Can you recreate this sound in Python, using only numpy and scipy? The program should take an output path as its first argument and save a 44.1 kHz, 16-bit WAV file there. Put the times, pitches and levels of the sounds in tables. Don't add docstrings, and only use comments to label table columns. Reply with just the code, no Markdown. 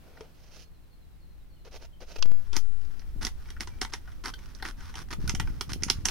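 import sys
import numpy as np
from scipy import signal
from scipy.fft import rfft, irfft, next_fast_len
from scipy.io import wavfile

SR = 44100
rng = np.random.default_rng(int(sys.argv[2]) if len(sys.argv) > 2 else 0)


def digitize_waveform(pressure):
    field = np.atleast_2d(pressure).T
    bounded = np.clip(field, -1, 1)
    quanta = np.round(bounded * 32767).astype(np.int16)
    wavfile.write(sys.argv[1], SR, quanta)


N = 269010
TIME = np.arange(N) / SR

# (time [s], level [dB])
AIR_LEVELS = [(0, -56), (.7, -61), (2.1, -61.5), (2.3, -57.5), (4, -57), (6.1, -56.5)]
# (frequency [Hz], density [dB per Hz])
AIR_SPECTRUM = [(100, 15), (250, 10.5), (500, 3), (1000, -2), (2500, -6.5), (4300, -9.5), (7000, -15.5),
                (15000, -13.5)]
# (time [s], rumble [dB], buffeting [dB])
WIND_LEVELS = [(0.0, -60, -69.5), (2.11, -51.5, -63.5), (2.34, -46.5, -58), (2.79, -48, -57.5),
               (3.13, -45, -56.5), (3.18, -36, -43.5), (3.31, -44, -58), (3.77, -45.5, -53.5),
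               (3.91, -48, -56), (5.13, -47, -49.5), (5.23, -38, -39.5), (5.52, -36, -40.5),
               (5.66, -53, -52.5), (5.69, -43, -41.5), (6.1, -42.5, -44.5)]
# (frequency [Hz], density [dB per Hz])
RUMBLE_SPECTRUM = [(8, -4), (22, -0.5), (50, -4), (80, -9.5), (130, -26.5), (300, -64)]
# (frequency [Hz], density [dB per Hz])
BUFFET_SPECTRUM = [(40, -14.5), (85, -5), (150, -8), (300, -14), (600, -34), (1500, -47), (5000, -82)]
# (time [s], length [s], level [dB], treble [dB], swell from start to end [dB])
FINGER_RUBS = [(0, .34, -55.5, -13, 2.5), (.34, 0.27, -64.5, 3.5, -3), (0.509, 0.14, -64, 12, 7),
               (1.646, 0.051, -51, -5.5, -11), (1.709, 0.071, -47, 1, 6), (1.796, 0.066, -50.5, -2, 7),
               (2.003, .052, -48, -5, -13), (2.061, 0.11, -53.5, 3, -4), (2.157, 0.015, -42, 0.5, 7),
               (2.183, .012, -48.5, 4, -3)]
# (frequency [Hz], density [dB per Hz])
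FINGER_SPECTRUM = [(200, -3.5), (330, 1), (470, 8.5), (750, 3), (1020, -6), (1400, -3), (1850, -10.5),
                   (2600, -6), (3400, -12), (4500, -10.5), (6200, -14.5), (7800, -26), (15000, -23.5)]
# (time [s],
# level [dB], body: weight of the wall's middle resonances [dB])
WALL_CRACKS = [(0.169, -39.5, -2), (0.207, -35.5, -11.5), (2.53, -27.5, -11.5), (2.565, -16, -20),
               (2.994, -42, -13), (3.227, -28.5, -12), (3.249, -17.5, -23.5), (3.267, -20.5, -17.5),
               (3.502, -33.5, -15.5), (3.565, -33, 6), (3.606, -20, -15), (3.672, -28.5, -4),
               (3.814, -15, -12), (3.848, -22, -7), (3.935, -19, -8.5), (4.074, -34, 15),
               (4.256, -20.5, -9), (4.339, -33, -22.5), (4.549, -39, -27), (4.624, -20, -6.5),
               (4.65, -20, 0), (4.954, -29, -13), (5.276, -23, -12.5), (5.294, -15.5, -13.5),
               (5.349, -22, -15.5), (5.398, -15.5, -10), (5.473, -28.5, -4), (5.609, -17, -18),
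               (5.732, -22.5, -17), (5.822, -29, -7), (5.834, -15.5, -21.5), (5.883, -23.5, -3),
               (5.899, -7.5, -19), (6.054, -11, -20), (6.085, -15.5, -18)]
# (frequency [Hz], width [Hz], level [dB])
WALL_RESONANCES = [(230, 39, 0.5), (381, 85, -1), (746, 45, -2.5), (934, 166, -3), (1430, 200, 0.5),
                   (1930, 148, 1.5), (2210, 270, -1.5), (3070, 790, -2), (4170, 1220, -4.5),
                   (5520, 1020, -3), (10600, 5600, -19)]
# (frequency [Hz], level [dB], t60 [s])
BUMP_MODES = [(442, -35.5, 0.072), (385, -57, .05), (1300, -48, 0.023)]
# (time [s], length [s], first pitch [Hz], last pitch [Hz], level [dB])
BIRD_CALLS = [(1.558, 0.032, 3100, 2820, -72), (1.92, 0.031, 3290, 2950, -68),
              (3.521, .035, 2320, 2330, -67), (3.689, 0.082, 2344, 2307, -63)]
# (frequency [Hz], width [Hz], level [dB])
POP_RESONANCES = [(910, 1550, -3.5), (1780, 860, -2), (2900, 510, 2), (3360, 220, 5), (4520, 610, 6),
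                  (6260, 1500, -10)]
# (time [s], level [dB])
DULL_CLICKS = [(2.258, -29), (2.318, -30)]
# (time [s], length of the shearing [s], shearing [dB], slide that leads up to it [dB])
SCISSOR_SNIPS = [(2.54, 0.051, -41.5, -62), (3.212, 0.08, -39.5, -63), (3.6, 0.038, -40.5, -57),
                 (3.812, 0.025, -39.5, -58), (3.923, 0.031, -41, -48), (4.239, 0.066, -37.5, -62),
                 (4.644, 0.069, -40.5, -56), (4.953, 0.077, -43, -50), (5.105, 0.036, -37, -54),
                 (5.289, .04, -45, -48.5), (5.693, 0.029, -36, -57), (6.05, 0.076, -36.5, -55.5)]
# (frequency [Hz], density [dB per Hz])
BLADE_SPECTRUM = [(300, -17), (620, -24), (800, -1), (1450, 3.5), (2500, -7.5), (3600, -9), (5700, -11.5),
                  (7500, -23), (10000, -18), (15000, -27)]
# (frequency [Hz], density [dB per Hz])
CRUNCH_SPECTRUM = [(150, -2), (300, 7), (620, -9.5), (760, -1), (1100, 4.5), (1450, 5), (1900, 0.5),
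                   (2600, -5), (4000, -6.5), (5700, -8), (7500, -18.5), (10000, -15.5), (15000, -26)]
# (frequency [Hz], level [dB], t60 [s])
CLINK_MODES = [(1540, -38.5, 0.041), (3160, -37, 0.03)]
# (frequency [Hz], density [dB per Hz])
TAIL_SPECTRUM = [(200, -19), (600, -5), (800, 0.5), (1500, -5), (3000, 1), (5500, -4.5), (7500, 2.5),
                 (10000, 5), (15000, 7.5)]
# (frequency [Hz], width [Hz], gain [dB])
PORT_RESONANCES = [(5650, 1660, 8), (9700, 780, 1)]

HUM_HZ, HUM_DB = 162, -67
EDDIES_PER_S, EDDY_HZ, EDDY_DB, EDDY_GROWTH = 26.0, 90.0, -18, 1.64
CRACK_T60_S, BODY_DB_PER_DOUBLING = 0.014, 13
BUMP_S, POP_S, POP_DB, CLINK_S = .208, 2.2245, -26.5, 4.338
PHRASE_START_S, PHRASE_EVERY_S, NOTE_EVERY_S, NOTE_S = 0.62, .285, .097, .062
NOTE_HZ, NOTE_STEP_HZ, NOTE_FALL, NOTE_DB, NOTE_STEP_DB = 4540, 167, 0.106, -73, -3.7
FIRST_SLIDE_S, REST_S, PAUSE_S = 2.25, .055, 0.013
TICKS_PER_S, TICK_OVER_SLIDE_DB, TICK_BODY_DB = 13, 12.5, -7
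CUTOFF_HZ = 15800


def from_db(db):
    return 10 ** (np.asarray(db) / 20)


def rms_one(x):
    return x / np.sqrt(np.mean(x ** 2) + 1e-20)


def in_time(rows):
    s, *columns = np.transpose(rows)
    return [np.interp(TIME, s, column) for column in columns]


def add(track, s, sound):
    at = max(round(s * SR), 0)
    track[..., at:at + sound.shape[-1]] += sound[..., :max(N - at, 0)]


def colour(x, spectrum):
    hz, db = np.transpose(spectrum)
    length = x.shape[-1]
    size = next_fast_len(length)
    bins = np.maximum(np.fft.rfftfreq(size, 1 / SR), 1)
    gain = from_db(np.interp(np.log(bins), np.log(hz), db))
    return rms_one(irfft(rfft(x, size) * gain, size)[..., :length])


def resonance(x, hz, width):
    r = np.exp(-np.pi * width / SR)
    feedforward = np.array([1, 0, -1]) * (1 - r * r) / 2
    feedback = [1, -2 * r * np.cos(2 * np.pi * hz / SR), r * r]
    return signal.lfilter(feedforward, feedback, x + 1e-18)


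def split_filter(x, order, hz, kind="low"):
    return signal.sosfilt(signal.butter(order, hz, kind, fs=SR, output="sos"), x)


def drift(rate):
    knots = rng.standard_normal(int(rate * N / SR) + 2)
    return rms_one(np.interp(TIME * rate, np.arange(len(knots)), knots))


def grains(per_s, spread_db):
    sizes = from_db(spread_db * np.minimum(rng.exponential(1, N), 4))
    slips = rng.random(N) < per_s / SR
    return rms_one(slips * sizes * rng.choice([-1, 1], N))


def strokes(rows, shape):
    out = np.zeros(N)
    for s, length, db, swell_db in rows:
        size = max(int(length * SR), 3)
        pressure = np.hanning(size) ** shape * from_db(np.linspace(0, swell_db, size))
        add(out, s, from_db(db) * rms_one(pressure))
    return out


def friction(spectrum, per_s, spread_db, apart):
    scattered = np.array([grains(per_s, spread_db) for side in range(2)])
    return colour(grains(per_s, spread_db) + apart * scattered, spectrum)


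def open_air():
    air_db, = in_time(AIR_LEVELS)
    hiss = rng.standard_normal((2, N)) + 0.46 * rng.standard_normal(N)
    return colour(hiss, AIR_SPECTRUM) * from_db(air_db)


def hum():
    hz = HUM_HZ * (1 + 0.0108 * drift(10))
    return from_db(HUM_DB + 1.0 * drift(2.6)) * np.sin(2 * np.pi * np.cumsum(hz) / SR)


def wind(rumble_db=6.5, buffet_db=-2.5, buffet_pan_db=2.5):
    low_db, high_db = in_time(WIND_LEVELS)
    sides = np.array([[.5], [-.5]])
    rumble = colour(rng.standard_normal((2, N)), RUMBLE_SPECTRUM) * from_db(low_db + rumble_db)
    high_db = high_db + buffet_db + buffet_pan_db * sides + 2.0 * drift(40)
    return rumble + colour(rng.standard_normal((2, N)), BUFFET_SPECTRUM) * from_db(high_db)


def eddies(left_db=-6.5, width_cycles=0.24, vary_db=2.0, vary_octaves=0.5):
    out = np.zeros(N)
    when, rumble_db, gust_db = np.transpose(WIND_LEVELS)
    for k, (late, size, pitch) in enumerate(rng.standard_normal((int(EDDIES_PER_S * N / SR), 3))):
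        s = (k + 0.2996 * late) / EDDIES_PER_S
        hz = EDDY_HZ * 2 ** (vary_octaves * pitch)
        below_strongest = np.interp(s, when, gust_db) - gust_db.max()
        db = EDDY_DB + EDDY_GROWTH * below_strongest + vary_db * size
        cycles = TIME[:int(4 * SR / hz)] * hz - 2
        push_pull = np.sin(2 * np.pi * cycles) * np.exp(-np.abs(cycles) / width_cycles)
        add(out, s - 2 / hz, from_db(db) * push_pull)
    return out * from_db([[left_db], [0]])


def finger_rubs(level_db=-5.5, split_hz=2300, treble_right_db=3.5):
    rub = friction(FINGER_SPECTRUM, per_s=2000, spread_db=0.5, apart=0.49) * from_db(2.0 * drift(120))
    dull = split_filter(rub, 2, split_hz)
    bright = split_filter(rub, 2, split_hz, "high") * from_db([[0], [treble_right_db]])
    dull_rows = [(s, length, db, swell) for s, length, db, treble, swell in FINGER_RUBS]
    bright_rows = [(s, length, db + treble, swell) for s, length, db, treble, swell in FINGER_RUBS]
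    return from_db(level_db) * (dull * strokes(dull_rows, 0.4) - bright * strokes(bright_rows, 0.2))


def buckle(t60, after_db, apart):
    t = TIME[:SR // 12]
    decay = from_db(-60 * t / t60) + from_db(after_db - 60 * t / (6.8 * t60))
    fractures = rng.standard_normal(len(t)) + apart * rng.standard_normal((2, len(t)))
    uneven = np.interp(t * 1000, np.arange(100), from_db(2.5 * rng.standard_normal(100)))
    return fractures * uneven * decay * (1 - np.exp(-t / 0.00061))


def wall(force, body_db, vary_db=2.58):
    out = 0
    chance = rng.standard_normal((len(WALL_RESONANCES), 2))
    for k, ((hz, width, db), (size, bend)) in enumerate(zip(WALL_RESONANCES, chance)):
        middle = 1 / (1 + (hz / 2800) ** 4) / (1 + (400 / hz) ** 2)
        bent_hz = hz * np.exp(.015 * bend)
        sign = (-1) ** (k + (hz > 600))
        gain = from_db(db + middle * body_db + vary_db * size)
        out = out + sign * gain * resonance(force, bent_hz, width)
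    return out


def cracks(rows, level_db=11.5, body_lift_db=16.0, body_gain=1.4):
    out = np.zeros((2, N))
    for s, db, body_db in rows:
        body_db = body_db + body_lift_db
        force = buckle(CRACK_T60_S * 2 ** (body_db / BODY_DB_PER_DOUBLING), after_db=-21.0, apart=0.31)
        snap = wall(force, body_gain * body_db)
        add(out, s, from_db(db + level_db) * rms_one(snap) / np.sqrt(snap.shape[1]))
    return out


def struck(s, modes):
    out, t = np.zeros(N), TIME[:SR // 4]
    add(out, s, sum(from_db(db - 60 * t / t60) * np.sin(2 * np.pi * hz * t) for hz, db, t60 in modes))
    return out


def phrases(count=4, vary_s=.008, vary_hz=60):
    notes = []
    for phrase, note in np.ndindex(count, 3):
        late, sharp = rng.standard_normal(2)
        s = PHRASE_START_S + phrase * PHRASE_EVERY_S + note * NOTE_EVERY_S + vary_s * late
        hz = NOTE_HZ - note * NOTE_STEP_HZ + vary_hz * sharp
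        notes.append((s, NOTE_S, hz, hz * (1 - NOTE_FALL), NOTE_DB + note * NOTE_STEP_DB))
    return notes


def birds(waver=0.0069):
    out, unsteady = np.zeros(N), drift(330)
    for s, length, first_hz, last_hz, db in phrases() + BIRD_CALLS:
        size, at = int(length * SR), int(s * SR)
        hz = np.linspace(first_hz, last_hz, size) * (1 + waver * unsteady[at:at + size])
        whistle = np.sin(2 * np.pi * np.cumsum(hz) / SR)
        add(out, s, from_db(db) * 2 * np.hanning(size) ** .5 * whistle)
    return out


def far_away(x, t60=0.31, direct_db=-4.0, scattered_db=-1.0):
    t = TIME[:SR // 3]
    response = rng.standard_normal((2, len(t))) * from_db(-60 * t / t60)
    response /= np.linalg.norm(response[0])
    scattered = signal.fftconvolve(x[None], response, axes=1)[:, :N]
    return from_db(direct_db) * x + from_db(scattered_db) * scattered


def surge(s=2.161, rise_s=0.15, level_db=0.5):
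    age = np.maximum(TIME - s, 0) / rise_s
    swell = age ** 3.3 * np.exp(-1.7 * age)
    return from_db(level_db) * np.gradient(swell, 1 / (SR * rise_s)) * [[1], [0]]


def pop(pan_db=-8.5):
    out, force = np.zeros((2, N)), buckle(t60=0.021, after_db=-30.5, apart=0.11)
    snap = sum((-1) ** k * from_db(db) * resonance(force, hz, width)
               for k, (hz, width, db) in enumerate(POP_RESONANCES))
    snap = split_filter(snap, 4, 7000)
    snap /= snap[:, :SR // 200].std()
    add(out, POP_S, snap * from_db(POP_DB + pan_db * np.array([[.5], [-.5]])))
    return out


def slides():
    starts = [FIRST_SLIDE_S] + [s + length + REST_S for s, length, shear_db, slide_db in SCISSOR_SNIPS]
    return [(start, max(s - PAUSE_S - start, 0), slide_db)
            for start, (s, length, shear_db, slide_db) in zip(starts, SCISSOR_SNIPS)]


def blade_slides(level_db=-6.5, swell_db=1.5):
    pressure = strokes([(s, length, db, swell_db) for s, length, db in slides()], shape=0.2)
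    rub = friction(BLADE_SPECTRUM, per_s=880, spread_db=1.0, apart=0.64)
    return from_db(level_db) * rub * pressure * from_db(2.0 * drift(70))


def ticks(vary_db=3.5, vary_body_db=7.0):
    rows = []
    for s, length, db in slides():
        for tick in range(min(round(TICKS_PER_S * length), 16)):
            size, body = rng.standard_normal(2)
            tick_db = db + TICK_OVER_SLIDE_DB + vary_db * size
            rows.append((s + rng.random() * length, tick_db, TICK_BODY_DB + vary_body_db * body))
    return rows


def clicks(t60=0.036):
    out, t = np.zeros((2, N)), TIME[:SR // 10]
    for s, db in DULL_CLICKS:
        add(out[0], s, -2 * from_db(db - 60 * t / t60))
    return out


def cutting(level_db=-4.0, swell_db=-3.0):
    rows = [(s, length, shear_db, swell_db) for s, length, shear_db, slide_db in SCISSOR_SNIPS]
    tearing = friction(CRUNCH_SPECTRUM, per_s=1300, spread_db=3.5, apart=0.51)
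    return tearing * from_db(level_db + 2.0 * drift(200)) * strokes(rows, shape=0.085)


def ringing(x, t60=0.11, level_db=-1.0, far_t60=0.93, far_db=-32.0):
    t = TIME[:SR // 2]
    decay = from_db(level_db - 60 * t / t60) + from_db(far_db + level_db - 60 * t / far_t60)
    decay *= 1 - np.exp(-t / 0.0014)
    response = colour(rng.standard_normal((2, len(t))), TAIL_SPECTRUM) * decay
    response /= np.sqrt(t60 * SR / np.log(1e6))
    return signal.fftconvolve(x, response, axes=1)[:, :N]


def through_ports(x):
    near = x * from_db([[.8], [-1.2]])
    near[1] += sum(from_db(db) * resonance(near[1], hz, width) for hz, width, db in PORT_RESONANCES)
    near[1] -= 2 * resonance(near[1], 14700, 5600)
    return near


def scene():
    bottle = finger_rubs() + cracks(WALL_CRACKS) + struck(BUMP_S, BUMP_MODES)
    bottle += blade_slides() + cracks(ticks()) + cutting() + struck(CLINK_S, CLINK_MODES)
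    near = through_ports(bottle + ringing(bottle))
    surroundings = open_air() + hum() + wind() + eddies() + far_away(birds()) + surge()
    return near + pop() + clicks() + surroundings


def record(dry):
    return signal.sosfilt(signal.ellip(10, .1, 70, CUTOFF_HZ, fs=SR, output="sos"), dry)


dry = scene()
out = record(dry)
digitize_waveform(out)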